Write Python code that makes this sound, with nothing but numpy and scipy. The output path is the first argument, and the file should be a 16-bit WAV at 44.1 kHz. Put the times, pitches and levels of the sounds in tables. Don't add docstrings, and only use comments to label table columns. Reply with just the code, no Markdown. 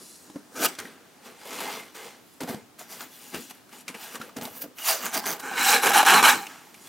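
import sys
import numpy as np
from scipy import signal
from scipy.fft import rfft, irfft, next_fast_len
from scipy.io import wavfile
from scipy.ndimage import uniform_filter1d

SR = 44100
rng = np.random.default_rng(int(sys.argv[2]) if len(sys.argv) > 2 else 0)


def volts_from_db(level):
    exponent = np.asarray(level, float) / 20
    return 10 ** exponent


def to_wav(s):
    ch = np.atleast_2d(s).T
    pcm = np.round(np.clip(ch, -1, 1) * 32767)
    wavfile.write(sys.argv[1], SR, pcm.astype(np.int16))


N = 303408

# time_s, slips_per_s, depth_db
CHATTER = [(0, 120, 1.5), (1.4, 100, 2), (1.6, 90, 5), (1.9, 110, 3), (2.3, 120, 1.5), (2.45, 110, 2.5),
           (4.98, 150, 2), (5.12, 170, 10), (5.36, 160, 10), (5.5, 210, 3), (5.78, 220, 5), (5.85, 170, 8),
           (6.32, 240, 8), (6.45, 120, 1.5)]
# mode_hz, width_hz, level_db
HOLLOW = [(202, 106, -3.5), (270.4, 41.4, 8.5), (375, 66, -1), (482.4, 72, 6.5)]
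# mode_hz, width_hz, level_db
LID = [(651, 20, 4.5), (830, 81, 7.5), (1176, 310, -8.5), (1600, 68, 4.5), (2102, 49, -6), (2720, 88, -0.5),
       (2300, 28, -17)]
# mode_hz, width_hz, level_db
FLAP = [(766, 22, 2), (801, 47, 15.5), (963, 13, -16), (1152, 26, 10), (1330, 31, -1), (1475, 28, 10.5),
        (1500, 31, 12.5), (1582, 74, 10), (1750, 120, 2), (2215, 130, 6), (2485, 23, 2.5)]
# mode_hz, width_hz, level_db
EDGE = [(2910, 320, -0.5), (3380, 48, 4.5), (3890, 200, 3.5), (4200, 94, 3.5), (5200, 1200, -15),
        (5540, 60, 6.5), (6500, 1800, -18.5), (8070, 110, 5.5), (7830, 2600, -5.5)]
# mode_hz, width_hz, level_db
TIP = [(9070, 1500, 13), (10600, 3500, 14), (14460, 3300, 12)]
# mode_hz, width_hz, level_db
SKIN = [(hz, hz / 12, 0) for hz in np.geomspace(2900, 8200, 13)]
# mode_hz, width_hz, level_db
SWUNG = [(2230, 57, -15), (2830, 88, 7), (3800, 230, -12), (4660, 270, 5.5), (6230, 660, 0.5),
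         (6960, 230, 5), (7800, 690, -6.5)]
# mode_hz, width_hz, level_db
RIP = [(460, 57, -2), (674, 35, 11), (900, 60, -2), (1240, 52, 7), (1550, 84, 4), (2390, 79, 5.5),
       (2850, 60, 0)]
# notch_hz, width_hz
SHADOWS = [(1985, 65), (3660, 260), (4520, 100)]
# time_s, pitch_hz, level_re_panel_db
GAP = [
    (4.8, 906, -28),
    (4.86, 799, -17),
    (4.91, 830, 1),
    (4.95, 621, 2),
    (5.02, 537, -3),
    (5.1, 520, -34),
]
# release_s, length_s, dip_db
STALLS = [(0.786, 0.051, -11.5), (3.8795, .02, -2), (1.946, 0.06, -8), (4.196, 0.022, -7),
          (4.411, 0.027, -9.5), (5.256, 0.0074, -2), (5.824, 0.03, -3.5), (5.917, 0.0079, -9),
          (5.934, 0.03, -8.5), (.553, .02, -1), (1.45, 0.033, -2), (6.028, 0.0065, -9), (6.05, 0.014, -13),
          (6.226, 0.03, -7)]
# peak_s, rise_s_per_20db, fall_s_per_20db, rasp_db, hollow_re_rasp_db
LID_STROKES = [(.02, 3, 0.04, -64, 15), (.3, 0.13, 0, -63, 9), (.36, 0.03, 0.07, -57, 14.5),
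               (.525, -0.8, 0.5, -68.5, 11), (.565, -0.02, 0.17, -42.5, -2), (.686, 0.01, 0.03, -40, -24),
               (.74, -0.1, -0.27, -54, -5), (.792, 0.06, 0.04, -43.5, 2.5), (.81, 0, 0.08, -53.5, 6.5),
               (.855, -0.12, 0.15, -53, 6), (1.086, 1, 1.5, -68, 7.5), (1.26, 0.05, 0.14, -52, 0),
               (1.47, 0.15, -0.3, -52.5, -28), (1.54, 0.1655, 0.12, -42.5, -5),
               (1.616, 0.1149, 0.21, -39.5, -2.5), (1.72, 0.23, 0.19, -42, -6),
               (1.8, 0.37, -0.03, -50.5, -0.5), (1.955, 0.03, 0.18, -47, -9),
               (2.054, 0.24, 0.17, -49, -3.5)]
# peak_s, rise_s_per_20db, fall_s_per_20db, rasp_db, hollow_re_rasp_db
FINGER_STROKES = [(2.41, 0.0035, 0.071, -43, 10.5), (2.492, 0.036, 0.11, -43, 7.5),
                  (2.535, 0.055, 0.026, -54, 13), (2.794, 0.016, 0.11, -48.5, -3),
                  (2.92, 0.049, 0.17, -46.5, -3.5), (3.02, 0.066, 0.078, -46, -2.5),
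                  (3.35, 0.031, 0.071, -43.5, 9), (3.42, 0.24, 0.13, -47, -38),
                  (3.51, 0.026, 0.017, -45.5, -4), (3.55, 0.036, 0.11, -59, -1),
                  (3.734, 0.034, 0.11, -53.5, 2.5), (3.812, 0.13, 0.029, -52.5, -29),
                  (3.89, 0.024, 0.061, -46, -4), (3.949, 0.017, 0.065, -48.5, 1.5),
                  (4.035, 0.1, 0.18, -43, -12.5), (4.155, 0.097, 0.058, -45, -1.5),
                  (4.22, 0.084, 0.13, -50.5, 3), (4.366, 0.0067, 0.14, -49, 10.5),
                  (4.446, 0.095, 0.1, -46.5, -1.5), (4.64, 0.014, 0.066, -60, 16.5)]
# peak_s, rise_s_per_20db, fall_s_per_20db, rasp_db, hollow_re_rasp_db
BRUSHES = [
    (.07, 0.42, 0.46, -49, -28),
    (2.324, 0.25, 0.27, -64.5, -20),
    (3.142, 0.12, 0.3, -55.5, -10),
    (3.24, 0.19, 0.24, -51.5, -7),
    (4.575, 0.1, 0.056, -49, -3),
    (4.62, 0.02, 0.039, -41.5, -12),
    (6.748, 0.014, 0.12, -59, -22),
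    (6.87, 0.23, 0.5, -52, -4.5),
]
# peak_s, rise_s_per_20db, fall_s_per_20db, rasp_db, hollow_re_rasp_db
SWING_STROKES = [(.615, 0.08, 0.11, -37.5, 2.5), (.634, 0.027, 0.046, -30, -12),
                 (.659, 0.054, 0.012, -23, -9), (4.79, 0.029, 0.27, -45.5, -18),
                 (4.89, 0.062, 0.11, -23.5, -31.5), (5.06, 0.077, 0.059, -33.5, -6),
                 (5.145, 0.03, 0.063, -29.5, -8.5), (5.178, 0.047, 0.039, -31.5, -4.5),
                 (5.265, 0.013, 0.083, -31, -9), (5.32, 0.13, 0.058, -36, -0.5), (5.4, 0.012, .03, -41, -9)]
# peak_s, rise_s_per_20db, fall_s_per_20db, rasp_db, hollow_re_rasp_db
PUSHES = [
    (5.59, 0.039, 0.44, -30.5, -12),
    (5.696, 0.13, 0.09, -20.5, -45),
    (5.746, 0.12, 0.068, -21.5, -15.5),
]
# peak_s, rise_s_per_20db, fall_s_per_20db, rasp_db, hollow_re_rasp_db
WALL_JERKS = [(5.45, 0.073, 0.32, -45, -3.5), (5.53, 0.23, 0.17, -46.5, -1.5),
              (5.842, 0.038, 0.38, -27, -7), (5.98, .12, 0.082, -20.5, -14), (6.085, 0.054, 0.13, -20, -18),
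              (6.145, 0.12, 0.092, -23, -9), (6.185, 0.097, 0.033, -25.5, -3.5),
              (6.21, 0.048, 0.048, -28.5, -0.5), (6.24, 0.01, 0.15, -21, -18), (6.3, 0.12, 0.051, -20, -24),
              (6.345, 0.045, 0.059, -41.5, 8.5), (6.42, .08, 0.29, -48.5, -2),
              (6.55, 0.33, 0.42, -56.5, -31)]
# panel_db, weight_share, hiss_db
LID_TOUCH = (3.4, 0.16, -4)
FINGER_TOUCH = (1.95, 0.35, -0.77)
BRUSH_TOUCH = (0.85, 0.78, 0.59)
SWING_TOUCH = (3, 0.22, 1)
PUSH_TOUCH = (4.3, 0.15, -5.5)
WALL_TOUCH = (7.65, 0.34, -3.5)
# time_s, hiss_top_db, low_ring_db, upper_hollow_db
CONTACT = [(0, -13, 3, -5.5), (.45, -7, -0.5, -5), (.65, 0, 0.5, 3), (.9, -1, 2, -2.5), (1.6, 0, 3, 3.5),
           (2.0, -1, 0.5, 6.5), (2.5, 0, 7, -1), (2.95, 2.5, 1.5, -3), (3.4, 2.5, -1.5, -2),
           (3.9, -2, 3, -3), (4.2, 0.5, 3, -1), (4.6, 10, 4.5, 4), (4.9, 0.5, 0, -4),
           (5.25, -1.5, 4.5, -3.5), (5.7, 2, 0, 7), (5.95, -1, 2.5, 3.5), (6.2, -2.5, 1.5, 3.5),
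           (6.6, 3, -0.5, -4), (6.8, -7, -1, -3)]
# time_s, middle_rasp_db
GRIP = [(0, -3.5), (.15, -7), (.5, -16), (.6, -0.5), (.7, 0.5), (1.2, 1), (2.3, 0.5), (2.5, -1.5), (3.2, 2),
        (4.0, 0.5), (4.7, -2.5), (4.8, 1.5), (5.0, -1), (5.4, -0.5), (5.6, 0), (5.75, -0.5), (6.1, 2.5),
        (6.5, -2)]
# time_s, between_tones_db, upper_tone_db, near_2300_hz_db
BEND = [(5.4, -4, 2, 1), (5.55, 0, 2, 3), (5.65, -4.5, -1, 2), (5.75, -3.5, -0.5, 2), (5.85, -2, -1.5, -2),
        (5.92, -4, -1, 0), (5.98, -1.5, -5, 1), (6.08, 0, 0.5, -2), (6.13, 1, -0.5, -1), (6.19, 1, -5, -2),
        (6.24, 2.5, -0.5, 3), (6.29, -0.5, 2.5, 2), (6.4, -4, -7.5, 0.5)]
# time_s, near_1500_hz_db, near_2800_hz_db
SWAY = [(1.1, 2, 0), (1.7, -1, 1.5), (2.45, 0.5, -1.5), (4.74, 3, 6), (4.8, 5, 6), (4.92, 1, 1),
        (5.05, 2, 3), (5.16, -2.5, 0), (5.3, 0, -5), (5.4, 1, 2)]
# start_s, thud_db, thud_hz, crack_re_thud_db, ring_hz
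KNOCKS = [(0.298, -33.5, 302, -2, 830), (.357, -21.5, 280, -16, 555), (0.555, -36.5, 503, 8, 1720),
          (1.453, -34.5, 557, -8, 2700), (1.948, -45, 434, -3, 1170), (2.404, -27.5, 517, 5, 1380),
          (2.414, -23.5, 282, -15, 960), (2.432, -21, 245, -1.5, 686), (2.488, -26.5, 430, 5.5, 690),
          (2.495, -20.5, 238, -9, 684), (2.543, -23, 207, -3.5, 670), (3.3427, -24, 317, 1.5, 1110),
          (3.898, -29.5, 264, -5.5, 1010), (4.198, -30, 230, -13, 755), (4.365, -32, 230, 10, 1610),
          (4.383, -27.5, 207, -5, 690), (4.42, -24.5, 242, -1, 690), (4.452, -30.5, 237, -6, 950),
          (4.639, -28, 283, -5, 690)]
# start_s, crack_db, ring_db, ring_hz
SNAPS = [(0.751, -28, -38, 3500), (0.7882, -17.5, -31.5, 1600), (0.7996, -22, -31, 1890),
         (.808, -45.5, -32.5, 1400), (.853, -48, -30, 1880), (2.792, -29, -46, 1600),
         (3.006, -24, -24.5, 1420), (2.4747, -33, -34, 1500), (2.8912, -37, -43, 2000),
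         (3.355, -29, -28.5, 1500), (3.692, -41, -45, 1500), (4.4118, -24, -34, 1890),
         (3.507, -39, -36.5, 830), (3.728, -32.5, -37, 1200), (3.8805, -16.5, -23, 2330),
         (3.888, -24, -31, 2150), (4.474, -41, -26.5, 670), (4.619, -33, -41, 2430),
         (4.784, -28, -34, 3000), (5.238, -31, -26, 1039), (5.256, -15.5, -29, 1160),
         (5.395, -27.5, -27, 1090), (5.831, -14, -20, 830), (5.903, -27, -10, 800),
         (5.946, -10, -7.5, 1500), (6.03, -18, -7.5, 830), (6.064, -15, -13, 1500), (6.096, -24, -8, 1550),
         (6.141, -16, -20, 1100), (6.2275, -5.5, -7, 1090), (6.467, -23.5, -26.5, 2720),
         (6.743, -31, -38, 2350), (6.872, -30, -44, 2150),
         (.573, -36, -29, 510), (.625, -28, -26, 756), (.632, -21.5, -25, 665), (.653, -20, -24, 1500),
           (.659, -14, -20, 1240), (0.662, -25, -16, 2850), (5.511, -36, -24, 840), (5.54, -39, -21, 1540),
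           (5.577, -26, -17, 1570), (5.858, -14, -10, 805), (5.87, -7, -15, 1100), (5.917, -17, -16, 1310),
           (6.051, -20, -26, 870), (6.076, -12, -7, 1070), (6.19, -12, -15, 900), (6.248, -10, -5, 3010),
           (6.256, -19, -6, 1300), (6.263, -19, -6, 900), (6.286, -14, -6, 1550), (6.291, -18, -8, 850)]
# start_s, crack_db, ring_db, ring_hz
SCUFFS = [
    (1.604, -29, -22.5, 840),
    (2.809, -32, -30.5, 636),
    (3.943, -34, -28, 2300),
    (4.152, -24, -25, 1200),
    (4.212, -27, -21.5, 1410),
    (4.289, -39, -34, 1180),
    (4.449, -22, -28, 4000),
]
# start_s, level_db, pitch_hz
BUMPS = [
    (.79, -54, 90.7),
    (2.42, -60, 80),
    (2.619, -56, 111),
    (3.35, -49, 80.6),
    (4.5, -55.5, 100),
    (5.15, -56, 60),
    (5.25, -56, 60),
    (6.07, -45, 45),
    (6.331, -50, 129),
]
# time_s, left_re_right_db
PAN = [
    (0.0, 0.5),
    (2.57, 0),
    (3.43, 2),
    (5.02, -1.0),
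    (6.88, -0.5),
]
# freq_hz, level_db
FLOOR = [(18, -70), (30, -24), (252, -8), (295, -7.5), (512, -16.5), (554, -14.5), (721, -14), (2290, -22),
         (8300, -27.5), (16000, -31)]
# freq_hz, side_re_mid_db
SPREAD = [(60, -3), (180, -43), (550, -37), (1650, -25), (4970, -8.5), (15000, -7)]

RIP_S, SWUNG_S, PRESSED_S = (.545, .69), (4.74, 5.4), (5.38, 6.5)
ROUNDED = 1.17
HOLLOW_LINGERS, PANEL_LINGERS, HISS_LINGERS = 1.32, 1.11, 0.86
KNOCK_RING_DB, RING_PER_SHARPNESS = -4, 0.29
SNAP_THUD_DB, SNAP_THUD_HZ = -21.5, 339
SNAP_RISE_S, KNOCK_RISE_S, SCUFF_RISE_S, BUMP_RISE_S = .001, .0025, .006, .011
KICK_DB = -5.5
CLEAN_RING, CLEAN_T60_S = 0.76, 0.042
BOOTH_T60_S, WALL_CUT_HZ, BOOTH_DB = 0.24, 24000, -23.5
FLOOR_DB, FLOOR_ALIKE = -55, 0.44
CUTOFF_HZ = 15850


def rms_one(x):
    return x / np.sqrt(np.mean(x ** 2) + 1e-20)


def in_time(rows):
    s, *columns = np.transpose(rows)
    return [np.interp(np.arange(N) / SR, s, c) for c in columns]


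def during(span_s, per_s):
    t = np.arange(N) / SR
    return np.clip(per_s * np.minimum(t - span_s[0], span_s[1] - t), 0, 1)


def gain_at(rows, hz):
    corner_hz, db = np.transpose(rows)
    return volts_from_db(np.interp(np.log(hz), np.log(corner_hz), db))


def band(x, lo_hz, hi_hz, order=2):
    edges_hz = [lo_hz, min(hi_hz, .45 * SR)]
    return signal.sosfilt(signal.butter(order, edges_hz, "band", fs=SR, output="sos"), x)


def tilted(x, lo_hz, hi_hz, db):
    sos = signal.butter(2, [lo_hz, hi_hz], "band", fs=SR, output="sos")
    return x + (volts_from_db(db) - 1) * signal.sosfiltfilt(sos, x)


def drift(rate):
    r = np.exp(-80 * np.pi * rate / SR)
    slow = signal.lfilter([1], [1, -2 * r, r * r], rng.standard_normal(N // 40 + 2002))[2000:]
    return np.interp(np.arange(N) / 40, np.arange(len(slow)), rms_one(slow))


def floor():
    hz = np.maximum(np.arange(N // 2 + 1) * SR / N, 1)
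    mid, side = irfft(rfft(rng.standard_normal((2, N))) * gain_at(FLOOR, hz), N)
    both = np.sqrt(1 + FLOOR_ALIKE) * mid + np.sqrt(1 - FLOOR_ALIKE) * side * [[1], [-1]]
    return volts_from_db(FLOOR_DB) * rms_one(both)


def pressure_db():
    step = 32
    t, power = np.arange(0, N + step, step) / SR, np.full((4, 1), 1e-10)
    lingers = np.array([[1], [HOLLOW_LINGERS], [PANEL_LINGERS], [HISS_LINGERS]])
    kinds = [(LID_STROKES, LID_TOUCH), (FINGER_STROKES, FINGER_TOUCH), (BRUSHES, BRUSH_TOUCH),
             (SWING_STROKES, SWING_TOUCH), (PUSHES, PUSH_TOUCH), (WALL_JERKS, WALL_TOUCH)]
    for strokes, (panel_db, share, hiss_db) in kinds:
        for s, rise, fall, db, weight_db in strokes:
            away = np.abs(np.where(t < s, (s - t) / rise, (t - s) / (fall * lingers)))
            top_db = db + np.array([[0], [weight_db], [panel_db + share * weight_db], [hiss_db]])
            power = power + volts_from_db(top_db - 20 * away ** ROUNDED) ** 2
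    return [np.interp(np.arange(N) / SR, t, 10 * np.log10(p)) for p in power]


def stalls_db():
    t = np.arange(N) / SR
    return sum(np.interp(t, [s - length, s - .002, s], [0, dip_db, 0]) for s, length, dip_db in STALLS)


def slips():
    per_s, depth_db = in_time(CHATTER)
    turns = np.cumsum(per_s * volts_from_db(2.5 * drift(80))) / SR
    strength = np.clip(rng.standard_normal(3000), -2, 1.3)[turns.astype(int)]
    slips_db = depth_db * uniform_filter1d(1 - 2 * (turns % 1) + .2 * strength, size=40)
    jolts = (np.diff(turns % 1, prepend=0) < 0) * volts_from_db(slips_db + 1.3 * strength)
    return slips_db, jolts


def friction(slips_db, grain_db, per_s, smooth_db, releases):
    sizes = volts_from_db(grain_db * np.minimum(rng.exponential(1, N), 3)) * rng.choice([-1, 1], N)
    clicks = sizes * (rng.random(N) < per_s / SR)
    hiss = volts_from_db(smooth_db) * rng.standard_normal(N)
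    force = (clicks + hiss) * volts_from_db(slips_db) + releases
    return force / np.sqrt(uniform_filter1d(force ** 2, size=1300))


def body(x, peaks, broad_db, shift_db, flicker_db=1.5):
    out = volts_from_db(broad_db) * x
    for k, (hz, width, db) in enumerate(peaks):
        r, w = np.exp(-np.pi * max(width, 15) / SR), 2 * np.pi * hz / SR
        fed = x * volts_from_db(db + shift_db * drift(6.4) + flicker_db * drift(50.5))
        zeros, poles = [(1 - r * r) / 2, 0, (r * r - 1) / 2], [1, -2 * r * np.cos(w), r * r]
        out = out + (-1) ** k * signal.lfilter(zeros, poles, fed)
    return out


def wandering(x):
    bent = np.interp(np.arange(N) + .00035 * SR * drift(9), np.arange(N), x)
    return bent / (uniform_filter1d(bent ** 2, size=2600) + 1e-9) ** .35


def shadowed(x):
    for hz, width in SHADOWS:
        x = x + .5 * (signal.lfilter(*signal.iirnotch(hz, hz / width, fs=SR), x) - x)
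    return x


def lid_panel(coarse, ripped):
    lid = rms_one(band(body(coarse, LID, broad_db=-3.0, shift_db=2.5), 727, 2960))
    rip = rms_one(band(body(coarse, RIP, broad_db=-8.0, shift_db=3.0), 500, 3600))
    return (1 - ripped) * lid + ripped * rip


def flap_panel(coarse, wall_jolts):
    ring = band(body(coarse, FLAP, broad_db=-7, shift_db=1.0, flicker_db=3.0), 720, 3000, order=4)
    flap = rms_one(shadowed(wandering(ring)))
    kicks = rms_one(shadowed(band(wall_jolts + 1e-18, 780, 1750, order=4)))
    flap = rms_one(flap + 0.36 * kicks)
    between_db, upper_db, high_db = in_time(BEND)
    flap = tilted(flap, 920, 1380, between_db)
    flap = tilted(flap, 1420, 1720, upper_db)
    return tilted(flap, 2100, 2600, high_db)


def air_gap(deep, coarse):
    gap_hz, gap_db = in_time(GAP)
    phase = 2 * np.pi * np.cumsum(gap_hz) / SR
    gap = rms_one(band(deep, 3.0, 62, order=1)) * np.sin(phase)
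    gap += 0.45 * rms_one(band(coarse, 3.5, 60, order=1)) * np.sin(2.2 * phase)
    return volts_from_db(gap_db) * gap


def rasp_of(fine, on_flap, swung):
    skin = rms_one(band(body(fine, SKIN, broad_db=6, shift_db=4), 2700, 8600))
    scrape = band(body(fine, EDGE, broad_db=-8.5, shift_db=2.0, flicker_db=2.5), 1940, 8700)
    edge = rms_one(shadowed(wandering(scrape)))
    loose = band(body(fine, SWUNG, broad_db=-4.0, shift_db=3.0, flicker_db=3.0), 2500, 9600)
    skin = (1 - swung) * skin + swung * rms_one(wandering(loose))
    return (1 - on_flap) * skin + on_flap * edge


def tip_hiss(finest, on_flap, swung, ripped, sharp_db):
    tips = rms_one(band(body(finest, TIP, broad_db=-25, shift_db=1.5), 7500, 28000))
    tips = (1 - on_flap) * tips + on_flap * rms_one(band(tips, 5400, 15700, order=1))
    tips = tilted(tips, 11500, 18000, sharp_db)
    tips = tilted(tips, 10600, 11400, -4.0 * swung)
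    return tilted(tips, 7300, 10200, -4.0 * ripped)


def rubbing():
    rasp_db, hollow_db, panel_db, hiss_db = pressure_db()
    slips_db, jolts = slips()
    on_flap, ripped, swung = during(PRESSED_S, 20), during(RIP_S, 80), during(SWUNG_S, 20)
    heavy_db = slips_db * (.4 + .6 * on_flap)
    light_db = slips_db * (1 - .35 * on_flap)
    wall_jolts = jolts * on_flap
    coarse = friction(heavy_db, grain_db=2.6, per_s=1300, smooth_db=-14, releases=15.0 * wall_jolts)
    deep = friction(0.54 * heavy_db, grain_db=3.0, per_s=750, smooth_db=-15.0, releases=0)
    fine = friction(light_db, grain_db=-3.5, per_s=9800, smooth_db=-4.0, releases=1.0 * jolts)
    finest = friction(light_db, grain_db=1.0, per_s=6000, smooth_db=-11.0, releases=1.9 * jolts)

    sharp_db, middle_db, small_db = in_time(CONTACT)
    panel = (1 - on_flap) * lid_panel(coarse, ripped) + on_flap * flap_panel(coarse, wall_jolts)
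    panel = tilted(panel + air_gap(deep, coarse), 600, 950, middle_db)
    hollow = rms_one(band(body(deep, HOLLOW, broad_db=-5, shift_db=2.2), 156.5, 584, order=3))
    hollow = tilted(hollow, 400, 650, small_db)
    rasp = rasp_of(fine, on_flap, swung)
    tips = tip_hiss(finest, on_flap, swung, ripped, sharp_db)

    board = tilted(volts_from_db(rasp_db) * rasp + volts_from_db(panel_db) * panel, 1900, 4000, *in_time(GRIP))
    board = band(board, 230, 19000)
    low_db, high_db = in_time(SWAY)
    board = tilted(tilted(board, 1250, 1850, low_db), 2500, 3100, high_db)
    return volts_from_db(stalls_db()) * (board + volts_from_db(hollow_db) * hollow + volts_from_db(hiss_db) * tips)


def contacts():
    rows = []
    for s, db, hz, sharp_db, ring_hz in KNOCKS:
        ring_db = db + KNOCK_RING_DB + RING_PER_SHARPNESS * sharp_db
        rows.append((s, db + sharp_db, db, hz, ring_db, ring_hz, KNOCK_RISE_S))
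    for edges, rise in [(SNAPS, SNAP_RISE_S), (SCUFFS, SCUFF_RISE_S)]:
        for s, db, ring_db, ring_hz in edges:
            rows.append((s, db, ring_db + SNAP_THUD_DB, SNAP_THUD_HZ, ring_db, ring_hz, rise))
    return rows


def panel_ring(push, t, hz, rise):
    rough = push * volts_from_db(-60 * t / 0.047) * np.minimum(t / rise, 1)
    rough = band(rough, 0.907 * hz, 1.122 * hz, order=1)
    clean = np.sin(2 * np.pi * hz * t) * volts_from_db(-60 * t / CLEAN_T60_S) * np.minimum(t / (1.1 * rise), 1)
    return rough / np.abs(rough).max() + CLEAN_RING * clean


def hollow_thud(t, hz):
    beat = np.sin(2 * np.pi * hz * t) + 0.4 * np.sin(2 * np.pi * 0.716 * hz * t)
    beat += 0.73 * np.sin(2 * np.pi * 1.9 * hz * t) * volts_from_db(-60 * t / 0.02)
    return -beat * volts_from_db(-60 * t / 0.068) * np.minimum(t / 0.0035, 1)


def taps():
    size = 5000
    out, t = np.zeros(N + size), np.arange(size) / SR
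    for s, crack_db, thud_db, thud_hz, ring_db, ring_hz, rise in contacts():
        burst, push = rng.standard_normal((2, size))
        crack = band(burst * volts_from_db(-60 * t / .025) * np.minimum(t / rise, 1) ** 2, 1400, 9500)
        kick = band(1. * (t == 0), 450, 6000)
        kick_db = crack_db + KICK_DB - 20 * np.log10(rise / SNAP_RISE_S)
        parts = [(kick_db, kick), (crack_db - 5.5, crack),
                 (ring_db - 3.5, panel_ring(push, t, ring_hz, rise)),
                 (thud_db - 4.5, hollow_thud(t, thud_hz))]
        at = round(s * SR)
        out[at:at + size] += sum(volts_from_db(db) * part / np.abs(part).max() for db, part in parts)
    return out[:N]


def table():
    t, out = np.arange(N) / SR, np.zeros(N)
    for s, db, hz in BUMPS:
        late = np.maximum(t - s, 0) / BUMP_RISE_S
        out += volts_from_db(db) * late * np.exp(1 - late) * np.sin(2 * np.pi * hz * (t - s))
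    return out


def close_echoes(x):
    size, t60_s = next_fast_len(N + 4000), .04
    scatter = rfft(rng.standard_normal(4000) * volts_from_db(-60 * np.arange(4000) / SR / t60_s), size)
    scatter = scatter / np.sqrt(np.mean(abs(scatter) ** 2))
    hz = np.maximum(np.arange(size // 2 + 1) * SR / size, 1)
    colour = volts_from_db(-7.5) * gain_at(SPREAD, hz)
    return irfft(rfft(x, size) * colour * scatter, size)[:N] * [[1], [-1]]


def booth(x):
    size = next_fast_len(N + SR)
    turn = np.exp(-2j * np.pi * np.arange(size // 2 + 1) / size)
    dull = np.exp(-2 * np.pi * WALL_CUT_HZ / SR)
    wall = (1 - dull) / (1 - dull * turn)
    out = np.zeros((2, size // 2 + 1), complex)
    for k, lag in enumerate((rng.uniform(.006, .03, 16) * SR).astype(int)):
        loop = volts_from_db(-60 * lag / SR / BOOTH_T60_S) * wall * turn ** lag
        out[k % 2] += (-1) ** (k // 2) * loop / (1 - loop)
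    return irfft(out * rfft(x, size), size)[:, :N]


def scene():
    pan_db, = in_time(PAN)
    box = (rubbing() + taps() + table()) * volts_from_db([pan_db / 2, -pan_db / 2])
    mid = box.mean(axis=0)
    return box + close_echoes(mid) + volts_from_db(BOOTH_DB) * booth(mid) + floor()


def low_pass(x):
    return signal.sosfilt(signal.butter(12, 16810, fs=SR, output="sos"), x)


def record(dry):
    rounded = 1.1 * np.tanh(dry / 1.1)
    thin = signal.sosfilt(signal.butter(2, 75.0, "high", fs=SR, output="sos"), rounded)
    cut = signal.sosfilt(signal.ellip(10, .5, 60, CUTOFF_HZ, fs=SR, output="sos"), thin)
    return low_pass(cut)


dry = scene()
out = record(dry)
to_wav(out)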